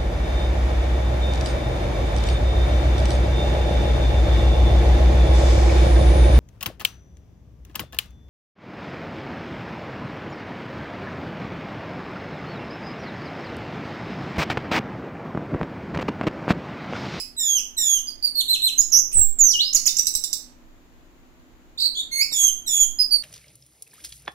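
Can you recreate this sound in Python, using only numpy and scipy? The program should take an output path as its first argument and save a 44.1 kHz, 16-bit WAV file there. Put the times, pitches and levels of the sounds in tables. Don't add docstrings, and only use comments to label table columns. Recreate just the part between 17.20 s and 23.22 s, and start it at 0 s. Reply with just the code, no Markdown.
import sys
import numpy as np
from scipy import signal
from scipy.fft import rfft, irfft, next_fast_len
from scipy.io import wavfile
from scipy.ndimage import uniform_filter1d, minimum_filter1d

SR = 44100
rng = np.random.default_rng(int(sys.argv[2]) if len(sys.argv) > 2 else 0)


def unload_wav(signal):
    wavfile.write(
        sys.argv[1],
        SR,
        np.round(np.clip(np.atleast_2d(signal).T, -1, 1) * 32767).astype(np.int16),
    )


def linear_from_db(decibels):
    return 10 ** (np.asarray(decibels, float) / 20)


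N = 265702
RUN_IN = SR // 10

# time_s, pitch_hz, effort_db
SLUR = [(0, 4070, -30), (.018, 3970, -12.5), (.035, 3780, -12.5), (.085, 3560, -12.5), (.135, 3330, -10),
        (.182, 3286, -9.5), (.207, 2980, -13.5), (.221, 2300, -23)]
LEVEL_SLUR = [(0, 4150, -25.5), (.012, 3920, -11), (.053, 3670, -12.5), (.093, 3510, -11.5),
              (.133, 3362, -10), (.178, 3300, -9.5), (.208, 3200, -12), (.228, 2900, -24.5)]
KINKED_SLUR = [(0, 4090, -25.5), (.011, 3767, -16.5), (.021, 3782, -12), (.033, 3523, -14),
               (.09, 3333, -8.5), (.14, 3330, -9.5), (.175, 3195, -7.5), (.192, 3112, -19)]
# time_s, pitch_hz, effort_db
THIN_VOICE = [(0, 7780, -17.5), (.04, 7890, -27), (.077, 7480, -14)]
BEATING_VOICE = [(0, 6828, -22), (.03, 7060, -3), (.065, 6820, -18.5)]
# time_s, pitch_hz, effort_db
PEEP = [(0, 4760, -13.5), (.02, 4840, -0.5), (.036, 4720, -7.5), (.05, 4460, -8.5)]
HOOK = [(0, 3650, -11.5), (.012, 3950, -7), (.03, 4190, -0.5), (.047, 4120, -4), (.062, 3500, -6),
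        (.082, 2434, -17.5)]
SHORT_HOOK = [(0, 4200, -7.5), (.012, 4350, -10.5), (.037, 4330, -1.5), (.047, 4150, -4), (.058, 3540, -3),
              (.069, 2800, -17.5)]
BUZZ = [(0, 3925, -22), (.012, 4226, -13), (.045, 4286, -5.5), (.09, 4390, -2), (.125, 4400, -19)]
RATTLE = [(0, 6390, -18.5), (.012, 5730, -9), (.037, 5694, -3.5), (.067, 6160, -6.5), (.094, 6570, -10.5)]
# time_s, pitch_hz, effort_db
GASP = [(0, 3050, -35), (.02, 2786, -33.5), (.045, 2700, -37)]
# time_s, pitch_hz, effort_db
RISE = [(0, 6190, -20.5), (.012, 6535, -4.5), (.033, 6950, -5.5), (.038, 7700, -16)]
DROP = [(0, 6140, 0.5), (.004, 5150, -22), (.008, 3190, -22)]
LONG_WHISTLE = [(0, 9100, -14), (.012, 8600, -10), (.029, 7964, -3.5), (.074, 7672, -4), (.114, 7540, -7),
                (.142, 7410, -16.5)]
DIVE = [(0, 7383, -12.5), (.023, 6878, -3.5), (.063, 6314, -5.5), (.103, 5900, -11), (.123, 5660, -9.5),
        (.135, 4577, -10.5), (.149, 3232, -16)]
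SCOOP = [(0, 3220, -10), (.02, 2882, -0.5), (.055, 2890, -5), (.075, 3984, 4), (.105, 4704, -13.5),
         (.145, 5130, -16), (.18, 5200, -28.5)]
# time_s, pitch_hz, effort_db
UPSTROKE = [(0, 4790, -10.5), (.004, 6910, -13.5), (.008, 7300, -17.5)]
TICK = [(0, 7150, -20), (.002, 7294, -15.5), (.004, 7500, -25.5)]
DOWNSTROKE = [(0, 6820, -0.5), (.01, 7540, -6), (.018, 5660, -8), (.027, 4620, -4.5)]
ARCH = [(0, 4565, -9), (.007, 6400, -16), (.013, 7150, -3), (.019, 6520, -9.5), (.025, 5090, -1),
        (.033, 3500, -14.5)]
VEE = [(0, 6830, -28), (.0025, 5820, -7), (.0055, 3773, -12.5), (.009, 3594, -10.5), (.013, 4500, -20),
       (.018, 5300, -12.5)]
FLICK = [(0, 4290, -27), (.018, 4330, -13), (.06, 4401, -9), (.088, 4405, -6.5), (.11, 4640, -3),
         (.127, 5450, -11.5)]


def at_hz(points, hz):
    table_hz, value = np.transpose(points)
    return np.interp(np.log(hz + 1), np.log(table_hz), value)


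def rms_one(x):
    return x / np.sqrt(np.mean(x ** 2) + 1e-20)


def lowpass(x, order, hz):
    return signal.sosfilt(signal.butter(order, hz, fs=SR, output="sos"), x)


def wobble(size, hz):
    return rms_one(lowpass(rng.standard_normal(size + 2000), 2, hz)[2000:])


def warble(pitch, t, share):
    # one_dip_s, rate_hz, depth_at_start (share of pitch), depth_at_end (share of pitch)
    warbles = [
        (1.743, 71, 0.074, 0.055),
        (4.6191, 52.5, 0.13, 0.034),
        (4.7742, 55.1, 0.035, 0.083),
    ]
    for dip_s, rate_hz, first, last in warbles:
        if t[0] < dip_s < t[-1]:
            turn = 2 * np.pi * rate_hz * (t - dip_s)
            skewed_turn = turn / 2 + 0.25 * (1 - np.cos(turn))
            dips = 1 - 2 * abs(np.sin(skewed_turn)) ** 1.3
            pitch = pitch * (1 - (first + (last - first) * share) * dips)
    return pitch


def partial(k, db, pitch, phase):
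    # frequency_hz, gain_db
    throat_gain = [(2000, -16.5), (3300, -16), (4300, -11.5), (5500, -1.5), (6800, -0.5), (8500, -8.5),
                   (11500, -15.5), (15500, -13)]
    audible = k * pitch < 0.4 * SR
    return linear_from_db(db + at_hz(throat_gain, k * pitch)) * np.sin(k * phase) * audible


def note(gesture, start_s, stretch, ratio, level_db, upper_db, half_db=(), half_from=0, fade_db=0, rough=0):
    time_s, pitch_hz, effort_db = np.transpose(gesture)
    s = start_s + stretch * (time_s - time_s[0])
    length_s = s[-1] - s[0]
    t = np.arange(round(s[0] * SR), round(s[-1] * SR)) / SR
    share = (t - s[0]) / length_s
    effort = level_db + np.interp(t, s, effort_db)

    pitch = ratio * np.interp(t, s, pitch_hz)
    pitch = uniform_filter1d(pitch, size=1 + int(0.07 * len(t)), mode="nearest")
    pitch = warble(pitch, t, share)
    shake = wobble(SR // 3, 420)[:len(t)]
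    flutter = wobble(SR // 3, 150)[:len(t)]
    phase = 2 * np.pi * np.cumsum(pitch * (1 + 0.19 * rough * shake)) / SR

    dulling, breakup_db = 0.1, 1.28
    tilt_db = dulling * (effort - effort.max()) + breakup_db * shake
    tone = 0
    for k, db in enumerate((0, *upper_db)):
        tone = tone + partial(k + 1, db + k * tilt_db, pitch, phase)

    doubling = linear_from_db(fade_db * share) * np.clip((share - half_from) / 0.03, 0, 1)
    for k, db in enumerate(half_db):
        tone = tone + doubling * partial(k + 0.5, db, pitch, phase)

    attack_s, release_s = 0.0016, min(0.0011, 0.34 * length_s)
    opening = np.minimum((t - s[0]) / attack_s, (s[-1] - t) / release_s)
    edges = np.sin(np.pi / 2 * np.clip(opening, 0, 1)) ** 2
    return tone * edges * linear_from_db(effort + 1.19 * flutter)


def thrush():
    # upper_db
    # (partials 2-4), half_db (lines at .5-3.5 x pitch), half_from (share of note), fade_db (of half lines),
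    # rough (hoarseness), air_db (under the tone)
    songs = [
        (SLUR, dict(upper_db=(-3.5, -12, -7), half_db=(-14, -9.5, -18, -3), half_from=0.12, fade_db=-23, rough=0.021, air_db=-22.5), [(.165, 1.07, 0.98, 0)]),
        (LEVEL_SLUR, dict(upper_db=(-2.5, -7, -5), half_db=(-11.5, -6.5, -13, -3.5), half_from=.05, fade_db=-31.5, rough=0.027, air_db=-19.5), [(.567, 1.0, 0.99, 0)]),
        (KINKED_SLUR, dict(upper_db=(-4, -5, -4), half_db=(-9, 3, 1, 3), half_from=0.053, fade_db=-92, rough=.04, air_db=-20), [(5.113, 1.02, .99, 0.057), (5.462, .99, 1.01, 0)]),
        (THIN_VOICE, dict(upper_db=(-28,), rough=0.0799, air_db=-9), [(5.165, .98, 1.0, 0.5), (5.51, 1.03, 1.0, -3)]),
        (BEATING_VOICE, dict(upper_db=(-3,), rough=0.035, air_db=-39.5), [(5.225, 0.77, 0.91, 0), (5.588, .9, .99, 1)]),
             (PEEP, dict(upper_db=(-11.5, -14.5), half_db=(-36.5, -41, -34), half_from=0.43, fade_db=6, air_db=-38), [(.87, 0.82, 1.013, -13.5, 9.5), (1.025, 1.2, 0.98, -2, 11), (5.787, 0.94, 1.042, 1, -25), (5.908, 1.13, .96, 1.5, -6.5)]),
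        (HOOK, dict(upper_db=(-19, -13, -27), rough=0.022, air_db=-25), [(1.28, 1.046, 1.0, 2, 5), (1.418, 1.02, .985, 2.5, -5.5)]),
        (SHORT_HOOK, dict(upper_db=(-18.5, -9.5, -17), rough=0.0101, air_db=-22), [(1.153, 0.98, 1.0, 0, 0.015)]),
        (BUZZ, dict(upper_db=(-20.5, -23.5, -30), rough=.03, air_db=-20), [(4.575, 0.95, 0.98, 0.5, .1), (4.747, 0.63, 0.81, -3, .1)]),
        (RATTLE, dict(upper_db=(-4,), half_db=(-25.5, -45), half_from=.2, fade_db=-10, rough=.03, air_db=-29), [(1.718, 0.91, 1.0, 0.013, 0)]),
             (RISE, dict(upper_db=(-4.5,), rough=.05, air_db=-34.5), [(1.577, 1.0, 1.0, 0)]),
        (DROP, dict(upper_db=(2.5, -3.5, -3), air_db=-28.5), [(1.615, 0.98, 0.92, 0.011)]),
        (LONG_WHISTLE, dict(upper_db=(-5.5,), rough=0.0092, air_db=-56), [(1.926, 1.0, 1.0, 0.0072)]),
        (DIVE, dict(upper_db=(-6.5, -23, -23), air_db=-38.5), [(2.187, 1.0, 1.0, 0.0059)]),
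        (SCOOP, dict(upper_db=(-34, -45, -33), air_db=-18.5), [(2.335, 1.0, 1.0, 0.003)]),
             (UPSTROKE, dict(upper_db=(-7,), air_db=-16.5), [(2.528, 2.24, 1.03, -2), (2.767, 1.5, 1.03, 1.8)]),
        (TICK, dict(upper_db=(-6,), rough=.03, air_db=-14.5), [(2.793, 1.66, 0.81, 13), (2.856, 1.0, 1.05, 3), (2.939, 1.1, 1.03, 5), (4.601, 2.7, 0.685, -2)]),
        (TICK, dict(upper_db=(-29,), rough=0.057, air_db=-26.5), [(2.689, 3.0, .5, 8)]),
             (DOWNSTROKE, dict(upper_db=(-2, -13), rough=0.046, air_db=-11), [(2.547, 1.0, 0.93, 0.0058, 0.0051)]),
        (ARCH, dict(upper_db=(-6, -8.5, -12), rough=0.097, air_db=-6.5), [(2.655, 0.97, 0.99, 0, 0.0051)]),
        (VEE, dict(upper_db=(2, -5.5, 4.5), rough=0.1, air_db=-17), [(2.785, 0.72, 1.0, 1.5, .1), (2.868, 0.84, 1.04, 2.5, .1), (2.95, 0.9, 1.03, 0.5, .1), (3.037, .9, 1.0, -2, .1), (3.128, 1.05, 1.016, -2, .1)]),
        (FLICK, dict(upper_db=(-15.5, -12), half_db=(1, -13, -7.5, -15), half_from=0.013, fade_db=-5, rough=.01, air_db=-19.5), [(4.911, 0.97, 0.99, 0, 0)]),
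        (PEEP, dict(upper_db=(-3, -8), half_db=(-5.5, -13), half_from=.01, fade_db=-5.5, rough=0.2, air_db=-9), [(-0.055, .85, 1.06, -5.5)]),
        (GASP, dict(upper_db=(-7,), rough=0.49, air_db=11.5), [(1.915, 0.95, 0.92, 0, 0)]),
    ]
    # frequency_hz, gain_db
    air_color = [(1500, -26), (2500, -8), (3500, -12), (4600, -26.5), (6000, -4), (7500, 0.1), (9000, -15),
                 (11000, -7.5), (13500, -2.5), (16000, -3)]
    tones, air = np.zeros((2, N + RUN_IN))
    for gesture, voice, sung in songs:
        tone_voice = {name: value for name, value in voice.items() if name != "air_db"}
        for start_s, stretch, ratio, level_db, *extra_air_db in sung:
            tone = note(gesture, start_s, stretch, ratio, level_db, **tone_voice)
            at = round(start_s * SR) + RUN_IN
            tones[at:at + len(tone)] += tone
            breath = uniform_filter1d(abs(tone), size=60)
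            air[at:at + len(tone)] += linear_from_db(voice["air_db"] + sum(extra_air_db)) * breath
    size = next_fast_len(len(air))
    color = linear_from_db(at_hz(air_color, np.fft.rfftfreq(size, 1 / SR)))
    rush = irfft(rfft(rng.standard_normal(size)) * color, size)
    return tones + air * rms_one(rush)[:len(air)]


def room(x):
    # frequency_hz, t60_s
    decay_t60 = [(2000, 0.39), (4000, 0.36), (7000, .33), (11000, 0.31), (15000, 0.26)]
    # frequency_hz, gain_db
    left_shade = [(2200, -3), (3200, 1), (4500, -8.5), (6500, -10.5), (9000, -7.5), (12000, -6),
                  (15000, -9.5)]
    # frequency_hz, lead_rad
    left_turn = [(500, 1.1), (2100, 2.05), (3200, 1.9), (4700, 4.43), (8000, 8.35), (12000, 13.25),
                 (16000, 16.1)]
    tail_db, left_tail_db, first_echo_s = -1.5, -1, 0.0011
    t = np.arange(SR // 2) / SR
    white = rng.standard_normal((2, len(t)))
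    tail = 0
    edges = np.geomspace(1200, 19000, 9)
    for low, high in zip(edges, edges[1:]):
        band = signal.sosfilt(signal.butter(2, [low, high], "band", fs=SR, output="sos"), white)
        tail = tail + band * linear_from_db(-60 * t / at_hz(decay_t60, np.sqrt(low * high)))
    tail = tail * np.clip(t / first_echo_s - 1, 0, 1)
    tail = tail / np.sqrt(np.sum(tail ** 2, 1, keepdims=True))
    tail = tail * linear_from_db([[tail_db + left_tail_db], [tail_db]])

    size = next_fast_len(len(x) + len(t))
    hz = np.fft.rfftfreq(size, 1 / SR)
    lead = np.exp(1j * np.interp(hz, *np.transpose(left_turn)))
    paths = rfft(tail, size) + [lead, np.ones_like(lead)]
    paths[0] *= linear_from_db(at_hz(left_shade, hz))
    return irfft(rfft(x, size) * paths, size)[:, RUN_IN:RUN_IN + N]


def hum():
    # frequency_hz, level_db (rms)
    hum_lines = [(177.6, -74.5), (247.6, -62.5), (285.3, -67.5), (323.0, -68.5), (355.3, -70.5),
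                 (1324, -110)]
    t = np.arange(N) / SR
    total = np.zeros(N)
    for hz, db in hum_lines:
        level = linear_from_db(db + 2.0 + 2.4 * wobble(N, 2.2))
        total += level * np.sin(2 * np.pi * hz * t + 1.5 * wobble(N, 3.0))
    return total


def hiss():
    # frequency_hz, level_db (per Hz)
    floor_color = [(12, -37.5), (20, 7), (120, -14.5), (168, -17.5), (216, -15), (248, -12), (399, -17),
                   (434, -19), (660, -19.5), (1960, -26), (4180, -32.5), (5530, -37.5), (7110, -31),
                   (8410, -46.5), (16000, -37)]
    # frequency_hz, likeness (0-1)
    port_likeness = [(60, 0.093), (130, 0.93), (290, 0.66), (640, 0.24), (1400, 0.012)]
    hz = np.fft.rfftfreq(N, 1 / SR)
    mid, side = rfft(rng.standard_normal((2, N))) * linear_from_db(at_hz(floor_color, hz))
    alike = np.clip(at_hz(port_likeness, hz), 0, 1)
    pair = irfft(np.sqrt(1 + alike) * mid + np.sqrt(1 - alike) * side * [[1], [-1]], N)
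    level_db = np.array([[-54 + 0.4], [-54 - 0.4]])
    return linear_from_db(level_db) * pair / np.std(pair.mean(0))


def puffs():
    # time_s, peak_db, length_s, top_hz
    air_puffs = [
        (1.955, -26.5, 0.0053, 393),
        (1.973, -29, 0.0069, 1190),
        (1.987, -28.5, 0.002, 1500),
        (2.003, -33.5, 0.008, 500),
        (2.05, -52, 0.0051, 298),
        (5.123, -33.5, 0.0033, 800),
        (5.243, -37.5, 0.0082, 586),
        (1.617, -38.5, 0.0049, 600),
        (1.784, -36.5, 0.0034, 602),
    ]
    out = np.zeros(N)
    t = np.arange(2000) / SR
    for time_s, peak_db, length_s, top_hz in air_puffs:
        swell = np.exp(-((t - 2 * length_s) / length_s) ** 2)
        burst = lowpass(rng.standard_normal(2000) * swell, 2, top_hz)
        at = round((time_s - 2 * length_s) * SR)
        out[at:at + 2000] += linear_from_db(peak_db) * burst / np.max(abs(burst))
    return out


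def scene():
    return room(thrush()) + hiss() + hum() + puffs() * linear_from_db([[-30], [0]])


def overload(x):
    hot = signal.lfilter(*signal.iirpeak(8500, 8, fs=SR), x)
    sag = lowpass(hot ** 2, 1, 10)
    sag = lowpass(sag + 0.07 * hot ** 2, 2, 180)
    sag = signal.sosfilt(signal.cheby1(2, 0.5, 3, "high", fs=SR, output="sos"), sag)
    return x - linear_from_db([[12], [19]]) * sag


def limiter(x):
    ceiling = 0.9
    duck = minimum_filter1d(np.minimum(1, ceiling / (abs(x) + 1e-9)), size=181)
    return x * uniform_filter1d(duck, size=91)


def low_pass(x):
    return signal.sosfilt(signal.butter(12, 16490, fs=SR, output="sos"), x)


def record(dry):
    x = limiter(overload(dry))
    mix = signal.sosfilt(signal.cheby2(10, 60, 16700, fs=SR, output="sos"), x)
    return low_pass(mix)


dry = scene()
out = record(dry)
unload_wav(out)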